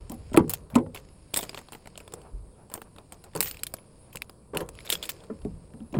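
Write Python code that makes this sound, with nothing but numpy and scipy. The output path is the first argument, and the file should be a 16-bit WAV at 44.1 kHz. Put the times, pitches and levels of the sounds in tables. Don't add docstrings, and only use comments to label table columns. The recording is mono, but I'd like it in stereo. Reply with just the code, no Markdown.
import sys
import numpy as np
from scipy import signal
from scipy.fft import rfft, irfft, next_fast_len
from scipy.io import wavfile
from scipy.ndimage import uniform_filter1d

SR = 44100
rng = np.random.default_rng(int(sys.argv[2]) if len(sys.argv) > 2 else 0)


def to_wav(s):
    ch = np.atleast_2d(s).T
    pcm = np.round(np.clip(ch, -1, 1) * 32767)
    wavfile.write(sys.argv[1], SR, pcm.astype(np.int16))


N = 264497

# f/Hz, width/Hz, level/dB
SHELL_HOLLOW = [(164.7, 60, 13), (335, 160, 3), (435.5, 282, 10.5), (743, 83, 3), (890, 315, 0.5)]
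LEFT_LAG_SAMPLES = 11.4


def gain_of(db):
    return 10 ** (np.asarray(db) / 20)


def read(points, hz):
    f, value = np.transpose(points)
    return np.interp(np.log(hz + 1), np.log(f + 1), value)


def peaked(x):
    return x / (abs(x).max() + 1e-12)


def add(mix, start_s, sound):
    part = mix[round(start_s * SR):][:len(sound)]
    part += sound[:len(part)]


def coloured(x, points):
    size = next_fast_len(len(x) + 1024)
    gain = gain_of(read(points, np.fft.rfftfreq(size, 1 / SR)))
    return irfft(rfft(x, size) * gain, size)[:len(x)]


def resonate(x, hz, width_hz):
    turn = np.exp(2j * np.pi * hz * np.arange(len(x)) / SR)
    pole = np.exp(-np.pi * width_hz / SR)
    return 2 * (turn * signal.lfilter([1 - pole], [1, -pole], x / turn)).real


def resonate_twice(x, hz, width_hz):
    return resonate(resonate(x, hz, width_hz), hz, width_hz)


def through_hollow(x):
    return sum(gain_of(db) * resonate_twice(x, hz, width_hz) for hz, width_hz, db in SHELL_HOLLOW)


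def ringing(modes, db, t):
    hz, _, t60_s = np.transpose(modes)[..., None]
    decay = gain_of(db[:, None] - 60 * t / t60_s)
    return (decay * np.sin(2 * np.pi * (hz * t + rng.random(hz.shape)))).sum(0)


def burst(t, rise_s, t60_s):
    return rng.standard_normal(len(t)) * (1 - np.exp(-(t / rise_s) ** 2)) * gain_of(-60 * t / t60_s)


def curve(rows, index):
    rows = np.array(rows)
    return gain_of(np.interp(np.arange(N) / SR, rows[:, 0], rows[:, index]))


def noise(points, patchy_db):
    frames, hz = N // 128 + 5, np.fft.rfftfreq(512, 1 / SR)
    a, b, c, d, patches = rng.standard_normal((frames, 257, 5)).T
    patches = uniform_filter1d(uniform_filter1d(patches, size=6, axis=0), size=24, axis=1)
    level = gain_of(read(points, hz)[:, None] + patchy_db * patches / patches.std())
    return hz[:, None], np.array([a + 1j * b, c + 1j * d]) * level


def to_sound(z):
    return signal.istft(z, nperseg=512, noverlap=384)[1][..., :N] * np.sqrt(SR / 512) * 2


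def air():
    # f/Hz, level/dB per root Hz
    air_spectrum = [(20, -109), (60, -78), (150, -83.5), (400, -95), (1000, -100), (2000, -119),
                    (3200, -124), (4700, -112), (6000, -120), (8000, -118), (11000, -135), (17000, -145)]
    # f/Hz, share of common noise (0 to 1)
    likeness = [(60, 0.88), (300, 1), (700, 0.17), (2000, 0.11), (5000, 0.19), (8000, 0.93)]
    hz, (a, b) = noise(air_spectrum, patchy_db=0.5)
    same = np.clip(read(likeness, hz), 0, 1)
    late = np.exp(-2j * np.pi * hz * LEFT_LAG_SAMPLES / SR)
    left = late * (same * a + np.sqrt(1 - same ** 2) * b)
    return to_sound(np.array([left, a]))


def wind():
    # t/s, level/dB
    rumble_level = [(0.0, -43.5), (.28, -48), (.38, -38), (.68, -52), (1.4, -57), (2.04, -70.5),
                    (2.39, -41.5), (2.56, -63.5), (3.2, -69), (3.42, -50), (3.66, -53), (3.89, -75),
                    (4.17, -56.5), (4.4, -74), (4.63, -46.5), (5.3, -67), (5.46, -37), (5.68, -57.5),
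                    (6.0, -53)]
    band = signal.butter(3, [29, 95], "band", fs=SR, output="sos")
    low = signal.sosfilt(band, rng.standard_normal((2, N)))
    low = np.array([low[0] + .3 * low[1], low[0] - .3 * low[1]])
    return curve(rumble_level, index=1) * low / low.std()


def insects():
    # f/Hz, level/dB per root Hz
    hiss_spectrum = [(7800, -125), (8600, -103), (9300, -102.5), (10000, -98), (10500, -99), (10900, -128)]
    return to_sound(noise(hiss_spectrum, patchy_db=-4.5)[1][0])


def bumps():
    # t/s, peak/dB, f/Hz, t60/s
    swings = [(2.335, -30, 44.6, 0.25), (0.32, -50, 40, .2)]
    out, t = np.zeros(N), np.arange(12000) / SR
    for s, peak_db, hz, t60_s in swings:
        swing = -np.sin(2 * np.pi * hz * t) * (1 - np.exp(-t / 0.0062)) * gain_of(-60 * t / t60_s)
        add(out, s, gain_of(peak_db) * peaked(swing))
    return out


def strokes():
    skin_strokes = [(0.204, -62, 0.1), (0.736, -51, 0.067), (1.825, -64, 0.1), (2.18, -52, 0.083),
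                    (2.263, -51.5, 0.11), (2.61, -57.5, 0.17), (2.867, -56.5, 0.065), (2.996, -55, 0.087),
                    (3.146, -59.5, 0.16), (3.271, -54, 0.083), (4.093, -61.5, 0.098), (5.001, -65.5, 0.11),
                    (5.228, -56, 0.094), (5.872, -64, 0.085)]
    # f/Hz, level/dB
    stroke_tone = [(200, -11), (450, 8.5), (900, 1.5), (1600, -10), (2600, -17.5), (4000, -34)]
    out = np.zeros(N)
    for s, db, length_s in skin_strokes:
        swish = coloured(rng.standard_normal(12000), stroke_tone)[:round(length_s * SR)]
        add(out, s - length_s / 2, gain_of(db) * swish / swish.std() * np.hanning(len(swish)))
    return out


def rubbing():
    # t/s, hiss level/dB, rustle level/dB
    rub_levels = [(0.0, -68.5, -56), (.25, -64.5, -62), (.6, -70, -55), (.8, -90, -65.5), (1.0, -64, -60),
                  (1.15, -71, -63), (1.35, -65, -63), (1.5, -57.5, -55), (1.7, -66.5, -68),
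                  (2.2, -68.5, -54), (2.42, -79.5, -63), (3.3, -70.5, -67), (3.5, -55.5, -59),
                  (3.72, -71.5, -59), (4.14, -71, -62), (4.3, -78.5, -61.5), (4.6, -103.5, -67),
                  (4.76, -61.5, -56.5), (5.05, -55, -50), (5.3, -69.5, -57.5), (6.0, -78.5, -61.5)]
    # f/Hz, level/dB
    rub_tone = [(1000, 6), (2000, 9), (3500, 3.5), (4800, 12.5), (6000, 3), (8000, 3.5), (11000, -6),
                (13000, -16), (15500, -31), (16500, -36)]
    slips_per_s = 1500
    size = gain_of(3.0 * np.minimum(rng.exponential(1, N), 5)) * (rng.random(N) < slips_per_s / SR)
    grain = burst(np.arange(400) / SR, 0.00017, 0.009)
    slips = signal.oaconvolve(size * rng.standard_normal(N), grain)[:N]
    hiss = coloured(slips + rng.standard_normal(N), rub_tone)
    rustle = through_hollow(rng.standard_normal(N))
    return curve(rub_levels, index=1) * hiss / hiss.std() + curve(rub_levels, index=2) * rustle / rustle.std()


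def chatter(t, t60_s):
    # f/Hz, level/dB
    rattle_tone = [(800, -18), (1800, 3), (3400, 0.5), (5000, -2.5), (6200, 11), (8200, -1.5),
                   (11500, -2.5), (14000, 10.5), (15800, -23.5), (17000, -52)]
    bounces_per_s = 800
    bounces = rng.exponential(1, len(t)) ** 2 * (rng.random(len(t)) < bounces_per_s / SR)
    bounces = uniform_filter1d(bounces, size=50)
    return peaked(coloured(burst(t, 0.0069, t60_s) * (peaked(bounces) + 0.043), rattle_tone))


def rattles():
    # t/s, peak/dB, t60/s
    rattle_bursts = [(0.098, -50, .1), (0.332, -28.5, 0.066), (0.497, -30, 0.17), (.536, -37, 0.19),
                     (.946, -33, 0.064), (1.341, -25, 0.036), (1.371, -23, 0.17), (1.409, -27, 0.11),
                     (1.547, -38, 0.13), (1.576, -31, 0.061), (2.713, -49, 0.09), (3.122, -39, 0.085),
                     (3.36, -22.5, 0.36), (3.406, -18, 0.24), (3.458, -24, 0.086), (4.572, -38, 0.18),
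                     (4.85, -32, 0.048), (4.902, -12.5, 0.11), (4.927, -23.5, 0.064), (5.027, -23.5, 0.22),
                     (5.092, -24, 0.035)]
    out, t = np.zeros(N), np.arange(8000) / SR
    for s, peak_db, t60_s in rattle_bursts:
        add(out, s, gain_of(peak_db) * chatter(t, t60_s))
    return out


def key():
    # f/Hz, level/dB, t60/s
    key_modes = [(8120, -8, .07), (8725, -15, .09), (9957, 0, .05), (11160, -16, .04), (11940, -20, .05),
                 (12720, -20, .05), (13480, -18, .08), (14262, -5, .17), (15690, -18, .08)]
    # t/s, level/dB added to the modes
    key_blows = [(1.3419, -30), (1.359, -23), (1.3729, -16), (1.4095, -36), (1.724, -41), (1.9765, -53),
                 (2.7389, -33), (3.361, -38), (3.4067, -19), (3.4265, -17), (3.477, -31), (3.5106, -51),
                 (3.57, -52), (3.666, -43), (4.9012, -23), (5.035, -49), (5.0911, -47)]
    out, t = np.zeros(N), np.arange(16000) / SR
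    for s, level_db in key_blows:
        struck_db = np.array(key_modes)[:, 1] + 3. * rng.standard_normal(len(key_modes))
        waver = gain_of(5. * peaked(uniform_filter1d(rng.standard_normal(len(t)), size=500)))
        ring = ringing(key_modes, struck_db, t) * (1 - np.exp(-t / 0.0027))
        add(out, s, gain_of(level_db) * ring * waver)
    return out


def knocks():
    # t/s, peak/dB, length/s (a third of the burst's t60)
    palm_knocks = [(1.334, -37.5, 0.03), (1.365, -34, 0.025), (1.426, -42, 0.038), (2.134, -34.5, 0.011),
                   (2.737, -50, 0.024), (2.769, -42.5, 0.068), (3.35, -24.5, 0.037), (3.386, -30, 0.041),
                   (3.445, -40, 0.016), (4.148, -36, 0.021), (4.533, -25.5, 0.055), (4.558, -25.5, 0.12),
                   (4.609, -23.5, 0.036), (4.924, -33.5, 0.045)]
    out, t = np.zeros(N), np.arange(8000) / SR
    for s, peak_db, length_s in palm_knocks:
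        push = burst(t, 0.0014, 3 * length_s)
        add(out, s, gain_of(peak_db) * peaked(through_hollow(push)))
    return out


def ticks():
    # t/s, treble peak/dB, treble f/Hz, shell f/Hz, shell peak/dB, body peak/dB, crack t60/s
    contacts = [(0.0964, -27, 7940, 4900, -58, -67, 0.01), (0.118, -28.5, 14400, 1700, -63, -67, 0.017),
                (.1412, -39, 10600, 5260, -59, -66, 0.03), (.3321, -34.5, 8040, 2850, -35, -47, .025),
                (.3434, -50, 8200, 1730, -35, -21.5, 0.021), (0.364, -25, 11300, 1890, -25, -35, 0.03),
                (.373, -9.5, 10500, 2400, -12, -7.5, 0.013), (0.3897, -41, 7980, 1750, -47, -19.5, 0.034),
                (.478, -42, 7430, 1700, -64, -39, .022), (0.495, -11, 14900, 5400, -56, -58, 0.021),
                (0.503, -15, 14700, 2530, -56, -34.5, 0.013), (0.5117, -26, 11800, 2190, -55, -37, 0.034),
                (0.5358, -10.5, 14900, 2390, -27.5, -36, 0.025),
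                (0.7002, -43.5, 12400, 3380, -49, -44.5, 0.075),
                (0.7438, -41, 11800, 2200, -39, -41, 0.081), (0.7536, -17.5, 7950, 2570, -23, -19, 0.037),
                (0.7832, -41, 7930, 2230, -40, -27.5, 0.039),
                (0.9458, -30.5, 11700, 2400, -31.5, -33.5, 0.054),
                (0.9588, -46, 11100, 2570, -34.5, -39.5, 0.074), (.9724, -44, 8860, 2430, -34, -46, 0.057),
                (1.337, -25, 11400, 3400, -37, -25, 0.027), (1.3418, -12, 7770, 3410, -11, -26, 0.0049),
                (1.361, -15, 8460, 3380, -23, -33, 0.052), (1.3711, -7.5, 10500, 3430, -23, -26, 0.024),
                (1.3889, -19, 14000, 3420, -25, -27, 0.023), (1.409, -25, 14100, 3470, -33, -46, 0.027),
                (1.4279, -25, 7800, 4600, -30, -28.5, 0.059), (1.493, -27, 7550, 4830, -27.5, -34.5, 0.02),
                (1.5307, -42, 7520, 2610, -51, -37, 0.019), (1.5451, -33, 7150, 3300, -29.5, -32.5, 0.025),
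                (1.5741, -40, 7390, 1860, -29, -33.5, 0.047), (1.5884, -35, 8620, 2020, -35, -38, 0.029),
                (1.6133, -40, 7480, 4220, -55, -39, 0.016), (1.6852, -45, 8620, 3330, -40, -40, 0.018),
                (1.7216, -27, 8300, 3840, -47, -32, 0.012), (1.7307, -48, 8040, 1940, -34.5, -37, 0.048),
                (1.749, -41, 8650, 1990, -34.5, -36, 0.034), (1.8573, -44, 10500, 2190, -40.5, -40, 0.017),
                (1.8726, -34.5, 7850, 2160, -38, -35, 0.012), (1.9555, -59, 8200, 3100, -39.5, -43, 0.014),
                (1.9759, -24.5, 8000, 2600, -35, -37.5, 0.018), (2.002, -41, 8100, 2340, -39, -40, 0.038),
                (2.0776, -34, 8060, 3320, -39, -37, 0.012), (2.1215, -39, 8480, 4820, -44, -40, 0.021),
                (2.1374, -20, 7950, 3280, -38, -31.5, 0.011), (2.216, -45, 7330, 4430, -48, -53, .012),
                (2.699, -41, 8310, 2200, -53, -42.5, .025), (2.7149, -42, 14300, 4220, -48, -41, 0.067),
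                (2.739, -15.5, 13800, 2860, -55, -32, 0.011), (2.751, -43, 8300, 2120, -59, -32, 0.021),
                (2.776, -53, 8890, 2150, -43.5, -32, 0.027), (2.8171, -27.5, 14300, 2160, -37, -32.5, .017),
                (2.962, -47.5, 8750, 1890, -48, -42, 0.015), (2.9833, -40.5, 8790, 3570, -41.5, -40, 0.023),
                (3.1219, -28.5, 8380, 2200, -40, -36.5, 0.022),
                (3.2393, -36.5, 8600, 3730, -43, -42.5, 0.041), (3.3338, -54, 8740, 1860, -48, -48, 0.042),
                (3.3506, -25.5, 8800, 4650, -30, -43, 0.029),
                (3.361, -20.5, 9500, 4520, -31.5, -27.5, 0.017),
                (3.4056, -1.5, 14500, 3860, -15.5, -26.5, 0.0076),
                (3.4111, -8, 11700, 2060, -20.5, -27, 0.0057), (3.4261, -18, 8450, 3600, -24, -32.5, 0.018),
                (3.458, -24, 14300, 2410, -35, -36, 0.016), (3.4771, -41, 14200, 1970, -33, -45, 0.083),
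                (3.5115, -20.5, 10800, 4320, -28, -39, .011), (3.5438, -39, 7620, 2540, -40, -47.5, 0.03),
                (3.57, -35.5, 8510, 2440, -36.5, -50, 0.011),
                (3.5916, -40.5, 8740, 3850, -37.5, -48, 0.056),
                (3.6339, -10, 10400, 3360, -22.5, -41, 0.0096),
                (3.667, -19, 10200, 3320, -25.5, -47, 0.021),
                (3.7386, -16.5, 11000, 4640, -35, -29.5, 0.014),
                (3.785, -63, 10100, 2020, -45.5, -46, 0.03), (4.128, -36.5, 12400, 2430, -43.5, -55, 0.063),
                (4.157, -20, 11000, 2480, -31.5, -29.5, 0.0061),
                (4.1705, -27, 7300, 2500, -27.5, -47, 0.014),
                (4.2199, -20, 11700, 2210, -18.5, -40, 0.0089),
                (4.2953, -32, 11300, 4780, -39.5, -39, .013),
                (4.5473, -34.5, 8150, 1840, -49, -25.5, 0.044), (4.571, -16, 10400, 2430, -15.5, -35, 0.02),
                (4.605, -31, 11100, 1700, -32, -27.5, 0.058),
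                (4.6893, -27.5, 7800, 2420, -38, -33.5, 0.0074), (4.752, -39, 8500, 2380, -45, -62, 0.0075),
                (4.7755, -58, 7800, 2500, -47, -50, 0.0058), (4.7884, -56, 8710, 2080, -31, -57, 0.011),
                (4.804, -45, 7180, 2280, -39.5, -65, 0.041), (4.8495, -38, 10800, 3690, -44, -43, 0.044),
                (4.8656, -40, 7300, 2120, -35, -46, .013), (4.874, -47, 7220, 3460, -33, -49, 0.054),
                (4.8914, -29, 7840, 2113, -36, -34.5, 0.06), (4.9012, -6.5, 14000, 3240, -12.5, -59, 0.014),
                (4.9251, -11, 9800, 3300, -15.5, -37, 0.045), (4.9528, -32, 7640, 3300, -20.5, -38, 0.017),
                (5.0265, -27.5, 6400, 3300, -24, -37.5, .033), (5.035, -31, 7720, 3320, -27.5, -60, 0.091),
                (5.053, -27, 9600, 3400, -34.5, -59, 0.054), (5.0913, -15.5, 15700, 3350, -22, -52, 0.039),
                (5.101, -36, 14300, 4480, -32, -54, 0.0069), (5.2038, -60, 8400, 3250, -46.5, -61, 0.019),
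                (5.2371, -46, 8200, 3270, -47.5, -46, 0.039), (5.4173, -60, 8900, 3020, -50, -48, 0.016),
                (5.448, -46, 8300, 2230, -44.5, -56, 0.032), (5.7364, -50, 10400, 1740, -51.5, -50, .017),
                (5.8036, -68, 10000, 2750, -52, -64, 0.011), (5.9256, -42, 5520, 2500, -47, -70, 0.027),
                (5.9409, -52, 10300, 2350, -37.5, -24, 0.072)]
    # f/Hz, level/dB
    crack_tone = [(4500, -34.5), (6000, -11.5), (8200, 12), (10500, 18), (12500, -11), (15500, -1),
                  (17000, 6.5)]
    chatter_db, chatter_db_per_doubling, chatter_db_per_peak_db = -22, 5, -0.1
    chatter_t60_s, firm_t60_s = 0.08, .015
    out, taps, t = np.zeros(N), np.zeros(N), np.arange(6000) / SR
    for s, treble_db, treble_hz, shell_hz, shell_db, body_db, t60_s in contacts:
        snap = burst(t, 0.00043, t60_s)
        crack = peaked(coloured(snap, crack_tone) + 10.6 * resonate(snap, treble_hz, 2200))
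        blow = burst(t, 0.0011, 0.35 * t60_s)
        shell = peaked(resonate_twice(blow, shell_hz, 670) + 0.5 * resonate_twice(blow, 2500, 2700))
        tap = peaked(resonate_twice(burst(t, 0.00045, 1.92 * t60_s), 540, 1100))
        peak_db = max(treble_db, shell_db)
        under_db = chatter_db + chatter_db_per_doubling * np.log2(t60_s / firm_t60_s)
        under_db += chatter_db_per_peak_db * peak_db
        loose = gain_of(peak_db + under_db) * chatter(t, chatter_t60_s)
        add(out, s, gain_of(treble_db) * crack + gain_of(shell_db) * shell + loose)
        add(taps, s, gain_of(body_db) * tap)
    return out, taps


def door():
    # t/s, peak/dB, f of the mode under the blow/Hz, its lift/dB, dullness/dB per octave
    blows = [(.097, -30.5, 362, 4.5, 2), (.116, -32, 354, 5, .2), (.316, -27.5, 266, 23, 1),
             (0.341, -14, 264, 15, 0.5), (.372, -5, 340, 13.5, 0), (.404, -13.5, 181.5, 31.5, -1.5),
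             (0.44, -26, 156, 20, 14), (0.732, -28, 253, 13, 6.5), (.757, -4.5, 242.4, 19.5, -2.2),
             (0.798, -27.5, 342, 13, 10), (.861, -31.5, 155.6, 17, 11.5), (5.298, -25, 439, 19.5, -1.7),
             (5.449, -20, 420, 9.5, 6), (5.733, -35.5, 264, -0.5, 5), (5.801, -33.5, 212, 18, 5.5),
             (5.926, -31, 290, 13, 4), (5.947, -20.5, 360, 19.5, .5), (5.965, -17.5, 176, -5, 6),
             (5.984, -12, 268, 22.5, 2)]
    # f/Hz, level/dB, t60/s
    panel_modes = [(95.6, -14, 0.44), (154.9, -12.5, 0.54), (237, 3.5, 0.17), (321.3, 0, 0.18),
                   (427.4, -9.5, 0.3), (493.6, -12, 0.37), (597, -4.5, 0.067), (709.5, -13.5, 0.14),
                   (801, -12.5, 0.19), (872, -7.5, 0.057), (997, -8.5, 0.1), (1185, -31.5, 0.047),
                   (1232, -14.5, 0.062), (1395, -23, 0.088), (1656, -27.5, 0.12), (1780, -26, 0.031),
                   (2070, -25, 0.12)]
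    push_t60_s, push_s_per_db = .006, .00018
    push_rise_s, rise_s_per_db = 0.0015, 0.27
    out, t = np.zeros(N), np.arange(16000) / SR
    for s, peak_db, struck_hz, lift_db, dull_db in blows:
        crowd = np.repeat(panel_modes, repeats=6, axis=0)
        crowd[:, 0] *= 1 + 0.0725 * rng.standard_normal(len(crowd))
        mode_db = crowd[:, 1] - dull_db * np.log2(crowd[:, 0] / 230)
        panel = ringing(crowd, mode_db, t) * (1 - np.exp(-t / 0.0003))
        panel += gain_of(lift_db - 60 * t / 0.086) * np.sin(2 * np.pi * struck_hz * t)
        push = burst(t[:4000], push_rise_s - rise_s_per_db * peak_db, push_t60_s - push_s_per_db * peak_db)
        add(out, s, gain_of(peak_db) * peaked(signal.oaconvolve(panel, push)[:len(t)]))
    return signal.sosfilt(signal.butter(2, 85, "high", fs=SR, output="sos"), out)


def ports(x):
    # f/Hz, shift/rad
    left_shift = [(200, .15), (1000, .7), (2100, 1.5), (2900, 5.6), (4000, 7.3), (5400, 7.7), (6500, 6.28),
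                  (17000, 6.28)]
    # f/Hz, lift/dB
    left_lift = [(300, 0), (700, 2), (1600, 3.5), (3500, 4), (5500, 1), (7000, 0), (17000, 0)]
    size = next_fast_len(N + 512)
    hz = np.fft.rfftfreq(size, 1 / SR)
    phase = read(left_shift, hz) - 2 * np.pi * hz * LEFT_LAG_SAMPLES / SR
    left = gain_of(read(left_lift, hz)) * np.exp(1j * phase)
    return np.array([irfft(rfft(x, size) * left, size)[:N], x])


def yard(x):
    # f/Hz, level/dB
    echo_tone = [(800, 0.5), (1600, -23), (3000, 4), (7000, -1.5), (10000, -0.5), (17000, -13.5)]
    pattern_rounds_per_s = 1.7
    t, near, out = np.arange(3000) / SR, coloured(x, echo_tone), np.zeros((2, N))
    for k in range(4):
        share = np.maximum(np.cos(np.pi / 2 * (pattern_rounds_per_s * 4 * np.arange(N) / SR - k)), 0)
        tail = rng.standard_normal((2, len(t))) * (t > .0005) * gain_of(-60 * t / .03)
        out += signal.oaconvolve((share * near)[None], tail / np.linalg.norm(tail[0]), axes=1)[:, :N]
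    return out


def scene():
    front_lag_samples = 3
    bright, taps = ticks()
    bright = bright + key() + rattles()
    front = door() + knocks() + taps
    echoes = gain_of(-8) * yard(bright + front)
    sided = ports(bright + rubbing() + strokes() + insects())
    frontal = np.array([np.roll(front, front_lag_samples), front])
    return sided + frontal + echoes + bumps() + wind() + air()


def record(dry):
    fade_in_s, edge_hz = .012, 16800
    faded = dry * np.minimum(np.arange(N) / SR / fade_in_s, 1)
    low_pass = signal.firwin(511, edge_hz, window=("kaiser", 9), fs=SR)
    return signal.oaconvolve(faded, low_pass[None], "same")


dry = scene()
out = record(dry)
to_wav(out)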